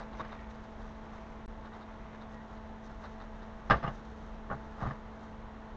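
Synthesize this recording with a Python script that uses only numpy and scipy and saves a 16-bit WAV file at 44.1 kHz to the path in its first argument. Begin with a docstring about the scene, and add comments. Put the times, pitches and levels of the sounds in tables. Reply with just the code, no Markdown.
"""An inspection camera's head knocks and scrapes along a sewer pipe, heard close up on one microphone.
A few times it clatters against the wall, each knock a quick run of contacts that ring the head and
thump its push rod. In between it slides with a faint rustle, scuffs over grit, chafes and squeaks.
Behind it the electronics hum and whine over a low rumble and hiss.
The narrow-band sound channel cuts out once for an instant."""
import sys
import numpy as np
from scipy import signal
from scipy.fft import rfft, irfft
from scipy.io import wavfile
from scipy.ndimage import uniform_filter1d

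SR = 44100
rng = np.random.default_rng(int(sys.argv[2]) if len(sys.argv) > 2 else 0)


def log_audio(samples):
    """Write samples as a 16-bit WAV file to the path given in sys.argv[1]."""
    # one column per channel
    frames = np.atleast_2d(samples).T
    # limit to full scale, then quantise
    limited = np.clip(frames, -1, 1)
    pcm = np.round(limited * 32767).astype(np.int16)
    wavfile.write(sys.argv[1], SR, pcm)


N = 254016
T = np.arange(N) / SR

# resonances of the low rumble: centre_hz, width_hz, level_db
RUMBLE_BANDS = [(33.85, 3.2, -51.5), (59.1, 11, -54), (79.5, 4.3, -62)]
# colour of the steady hiss: frequency_hz, relative_db
HISS_COLOUR = [(15, 2), (60, 5), (95, 1.5), (170, -.5), (300, -4), (550, -5.5), (830, -4), (1250, -9),
               (1950, -14), (2350, -21.5), (3700, -25), (4700, -34), (6600, -35.5), (8800, -58.5)]
# harmonics of the electrical hum: multiple, level_db
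HUM_HARMONICS = [(1, -52), (2, -64.5), (3, -61), (4, -61.5), (5, -67.5)]
# harmonics of the electrical whine: multiple, level_db
WHINE_HARMONICS = [(1, -67), (2, -67.5)]
# thin whistles of the electronics: pitch_hz, level_db
WHISTLE_TONES = [(4000, -88), (5626, -95), (5997, -96), (6250, -98), (6874, -96), (8000, -107)]
# soft stretches of chafing: peak_s, level_db, length_s
CHAFE_SWELLS = [(.28, -63, 0.34), (1.25, -66, 0.29), (2.1, -67, 0.3), (4.88, -62.5, 0.039)]
# squeaks where the head sticks and slips: peak_s, level_db, length_s, pitch_hz
SQUEAK_SWELLS = [(0.18, -73, .02, 5920), (0.4, -64, 0.12, 1880), (2.375, -63, 0.075, 1903),
                 (2.85, -75, 0.036, 6000), (3.879, -49, 0.0084, 2870), (3.948, -77, .025, 6000)]
# how hard the sliding head rubs the wall: time_s, friction_db
FRICTION_CURVE = [(0, -5), (.75, -0.5), (.98, -3), (1.27, -4), (1.52, -11), (1.75, -7), (2.76, -6),
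                  (2.98, 1.5), (3.32, -1.5), (3.62, -7.5), (3.82, 3), (4.18, 2), (4.42, -11), (4.55, 0),
                  (5.02, -7), (5.25, 2), (5.42, -20), (5.76, -16)]
# colour of sliding and grit: frequency_hz, relative_db
GRIT_COLOUR = [(100, -8), (500, 7.5), (1200, 12), (1900, 1), (2400, -12.5), (3200, -11), (3800, -18),
               (4600, -18), (6200, -22.5), (7300, -30), (8700, -45.5)]
# scuffs over grit: peak_s, rub_db, length_s, tick_db
GRIT_SCUFFS = [(.005, -42, 0.053, -63), (0.14, -45.5, 0.022, -65), (0.206, -37, 0.022, -57),
               (0.326, -45.5, 0.026, -63), (1.659, -45.5, 0.022, -63), (1.742, -46, 0.024, -67),
               (1.823, -51, 0.025, -64), (2.147, -50.5, 0.021, -71), (2.22, -47.5, 0.02, -64),
               (2.572, -53, .016, -65), (3.052, -44, 0.023, -62), (3.218, -46, 0.024, -60.5),
               (3.429, -46.5, 0.019, -66), (4.85, -40.5, 0.11, -67.5)]
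# resonances that crushed grains ring: centre_hz, width_hz, relative_db
GRAIN_BANDS = [(3750, 200, -2.5), (4030, 300, -8), (4570, 200, -15.5)]
# light swishes along the wall: peak_s, level_db, length_s
WALL_SWISHES = [(.175, -71, 0.023), (.51, -69, 0.012), (2.33, -74, .04), (2.855, -69.5, 0.026),
                (3.948, -73, 0.025), (4.85, -77, 0.067)]
# colour of a swish: frequency_hz, relative_db
SWISH_COLOUR = [(1500, -12), (3800, 7.5), (4800, 0.5), (6200, 3), (7300, -6.5), (9000, -34)]
# knocks on the wall: start_s, ring_db, thump_db, hardness_db_per_octave, first_gap_s, rebound_loss_db
WALL_KNOCKS = [(.202, -28, -55, -2, .007, 12), (.246, -38, -49, 6, .008, 6.5),
               (3.7064, -10.5, -18.5, 5, .0085, 3.5), (3.741, -22.5, -27, -5, .014, 6.5),
               (3.835, -25, -31.5, 2, .007, 4), (3.875, -25.5, -33, 1, .011, 6),
               (4.51, -21.5, -28.5, -10, .0102, 4.5), (4.818, -30.5, -29.5, -10.5, .009, 6.5),
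               (4.834, -29, -43, -14, 0.0078, 12), (4.862, -28, -25.5, -9, 0.0091, 6),
               (4.907, -34, -34, 2, 0.0082, 17)]
# modes of the camera head: pitch_hz, relative_db, t60_s
HEAD_MODES = [(421, -27, 0.091), (669, -14, 0.089), (813, -4.5, 0.03), (1133, -1.5, 0.034),
              (1201, -1.5, 0.035), (1410, -22, 0.059), (1587, -16, 0.052), (1780, -16, 0.037),
              (2035, -32.5, 0.05), (2876, -31, 0.072), (3400, -32.5, 0.049), (4100, -43, 0.05),
              (5100, -34, 0.029)]
# low modes of the head on its push rod: pitch_hz, relative_db, t60_s
ROD_MODES = [(56.5, -1, 0.09), (136.6, 2.5, 0.073), (180.5, -9, 0.088)]
# colour of the crunch at each contact: frequency_hz, relative_db
CRUNCH_COLOUR = [(80, 9), (250, 2), (800, 3.5), (970, -3), (1200, 0), (1800, 0), (2300, -15), (3300, -17.5),
                 (4200, -26.5), (5300, -31), (6500, -48.5), (8700, -65)]


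def undb(db):
    """Decibels to gain."""
    return 10 ** (np.asarray(db) / 20)


def unit(x):
    """Scale to rms 1."""
    return x / np.sqrt(np.mean(x ** 2))


def shape(x, gain):
    """Filter by a gain that is a function of frequency."""
    hz = np.maximum(np.arange(len(x) // 2 + 1) * SR / len(x), 1)
    return irfft(rfft(x) * gain(hz), len(x))


def noise(colour, size=N):
    """Noise of rms 1 with a colour of (frequency_hz, relative_db) points."""
    hz, db = np.transpose(colour)
    return unit(shape(rng.standard_normal(size), lambda f: undb(np.interp(np.log(f), np.log(hz), db))))


def resonant(hz, width):
    """Noise of rms 1 ringing in one resonance."""
    return unit(shape(rng.standard_normal(N), lambda f: 1 / (1 + 1j * (f * f - hz * hz) / (f * width))))


def walk(rate_hz):
    """Random levels held 1 / rate_hz seconds and smoothed twice; rms 1."""
    hold = max(int(SR / rate_hz), 1)
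    steps = np.repeat(rng.standard_normal(N // hold + 1), hold)
    return unit(uniform_filter1d(uniform_filter1d(steps, hold), hold)[:N])


def tone(hz, db):
    """A steady sine of the given rms level."""
    return np.sqrt(2) * undb(db) * np.sin(2 * np.pi * (hz * T + rng.random()))


def fade(t, t60):
    """Exponential decay by 60 dB in t60 seconds."""
    return np.exp(-np.log(1000) * t / t60)


def swells(rows):
    """A bell-shaped rise and fall for each (peak_s, level_db, length_s) row."""
    return sum(undb(db) * np.exp(-2 * ((T - s) / length) ** 2) for s, db, length in rows)


def add(out, start_s, sound):
    """Mix a sound in at start_s."""
    start = int(start_s * SR)
    out[start:start + len(sound)] += sound


def background(hiss_db=-50.5, rumble_top_hz=200):
    """The bed inside the pipe: even hiss over a rumble in three low resonances."""
    rumble = sum(undb(db) * resonant(hz, width) for hz, width, db in RUMBLE_BANDS)
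    rumble = shape(rumble, lambda f: 1 / (1 + (f / rumble_top_hz) ** 2))
    return rumble + undb(hiss_db) * noise(HISS_COLOUR)


def electronics(hum_hz=218.97, whine_hz=492.6, waver_db=-0.6):
    """The camera's electronics: two harmonic tones that waver together, and thin steady whistles."""
    hum = sum(tone(k * hum_hz, db) for k, db in HUM_HARMONICS)
    whine = sum(tone(k * whine_hz, db) for k, db in WHINE_HARMONICS)
    waver = undb(waver_db * walk(20))
    whistles = sum(tone(hz, db) for hz, db in WHISTLE_TONES)
    return (hum + whine) * waver + whistles


def chafing(centre_hz=2100, width_hz=650, top_hz=3500, grain_db=-3.5):
    """A soft, grainy rub in one broad resonance."""
    rub = shape(resonant(centre_hz, width_hz), lambda f: 1 / (1 + (f / top_hz) ** 6))
    return swells(CHAFE_SWELLS) * unit(rub * undb(grain_db * walk(500)))


def squeaks(pitch_spread=.009, rough_db=2):
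    """The head sticks and slips: short tones whose pitch and strength are unsteady."""
    unsteady_time = np.cumsum(1 + pitch_spread * walk(300)) / SR
    tones = sum(swells([(s, db, length)]) * np.sin(2 * np.pi * hz * unsteady_time)
                for s, db, length, hz in SQUEAK_SWELLS)
    return np.sqrt(2) * tones * undb(rough_db * walk(200))


def sliding(rustle_db=-61, hiss_db=-74.5, catch_db=2.5, grain_db=3.0, scuff_db=-5, tick_top_hz=6000):
    """Friction on the wall catches unevenly and swells, with a high tick, where the head crosses grit."""
    friction = np.interp(T, *np.transpose(FRICTION_CURVE))
    catch = catch_db * walk(30)
    drag = undb(rustle_db + 0.31 * friction + catch)  # the rustle follows friction less than the hiss
    hiss = undb(hiss_db + friction + catch)
    grains = unit(undb(grain_db * walk(500)))
    scuffs = swells([(s, db, length) for s, db, length, _ in GRIT_SCUFFS])
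    crush = swells([(s, db, length) for s, _, length, db in GRIT_SCUFFS])
    ticks = sum(undb(db) * resonant(hz, width) for hz, width, db in GRAIN_BANDS)
    ticks = shape(ticks, lambda f: 1 / (1 + (f / tick_top_hz) ** 8))
    rub = (drag + undb(scuff_db) * scuffs) * noise(GRIT_COLOUR)
    swish = (hiss + swells(WALL_SWISHES)) * noise(SWISH_COLOUR)
    return grains * (rub + crush * ticks + swish)


def ring(modes, t, scatter_db, detune):
    """Decaying modes; every contact point weights and tunes them a little differently."""
    chance = rng.standard_normal((len(modes), 2))
    return sum(undb(db + scatter_db * a) * fade(t, t60) * np.sin(2 * np.pi * hz * (1 + detune * b) * t)
               for (hz, db, t60), (a, b) in zip(modes, chance))


def chatter(gap_s, loss_db, count=5, graze_db=-4.5, gap_ratio=.9, jitter_s=.00035):
    """A graze, the blow and ever quicker rebounds: delay_s, relative_db, hardness_change_db_per_octave."""
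    contacts = [(-gap_s / gap_ratio, graze_db, 0)]
    delay = 0
    for k in range(count):
        contacts.append((delay, -k * loss_db, -k * 2))  # each rebound is 2 dB per octave duller
        delay += gap_s * gap_ratio ** k
    return [(delay + jitter_s * rng.standard_normal(), db, softer) for delay, db, softer in contacts]


def knocks(crunch_db=-7.0, crunch_t60=0.056, pipe_db=-27, pipe_t60=0.38,
           tilt_hz=1500, onset_s=0.0049, rod_lag_s=0.0031):
    """Each contact rings the head, thumps the rod and crunches; the pipe adds a short tail."""
    size = SR // 2
    t = np.arange(size) / SR
    out = np.zeros(N + size)
    onset = np.sin(np.pi / 2 * np.clip(t / onset_s, 0, 1)) ** 2
    crunch_decay = undb(crunch_db) * fade(t, crunch_t60) + undb(pipe_db) * fade(t, pipe_t60)
    for start_s, ring_db, thump_db, hardness, gap_s, loss_db in WALL_KNOCKS:
        for delay, db, softer in chatter(gap_s, loss_db):
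            crunch = noise(CRUNCH_COLOUR, size) * crunch_decay
            head = ring(HEAD_MODES, t, scatter_db=4.5, detune=0.0055) + crunch
            tilt = hardness + softer  # a harder contact is shorter, so it lifts the treble
            head = shape(head * onset, lambda f: undb(tilt * np.log2(1 + (f / tilt_hz) ** 4) / 4))
            thump = ring(ROD_MODES, t, scatter_db=3, detune=0.02) * onset
            add(out, start_s + delay, undb(ring_db + db) * head)
            add(out, start_s + delay + rod_lag_s, undb(thump_db + db) * thump)  # the heavy rod is late
    return out[:N]


def scene():
    """All sources at the one microphone in the pipe."""
    return (electronics() + background() + sliding() + squeaks() + knocks() + chafing())[None]


def record(dry):
    """The microphone's channel falls silent for an instant and carries no top treble."""
    cut_s, back_s, top_hz = 1.4603, 1.4792, 8500
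    live = (T < cut_s) | (T > back_s)
    lowpass = signal.ellip(8, .2, 70, top_hz, fs=SR, output="sos")
    return signal.sosfilt(lowpass, dry * live)


dry = scene()
out = record(dry)
log_audio(out)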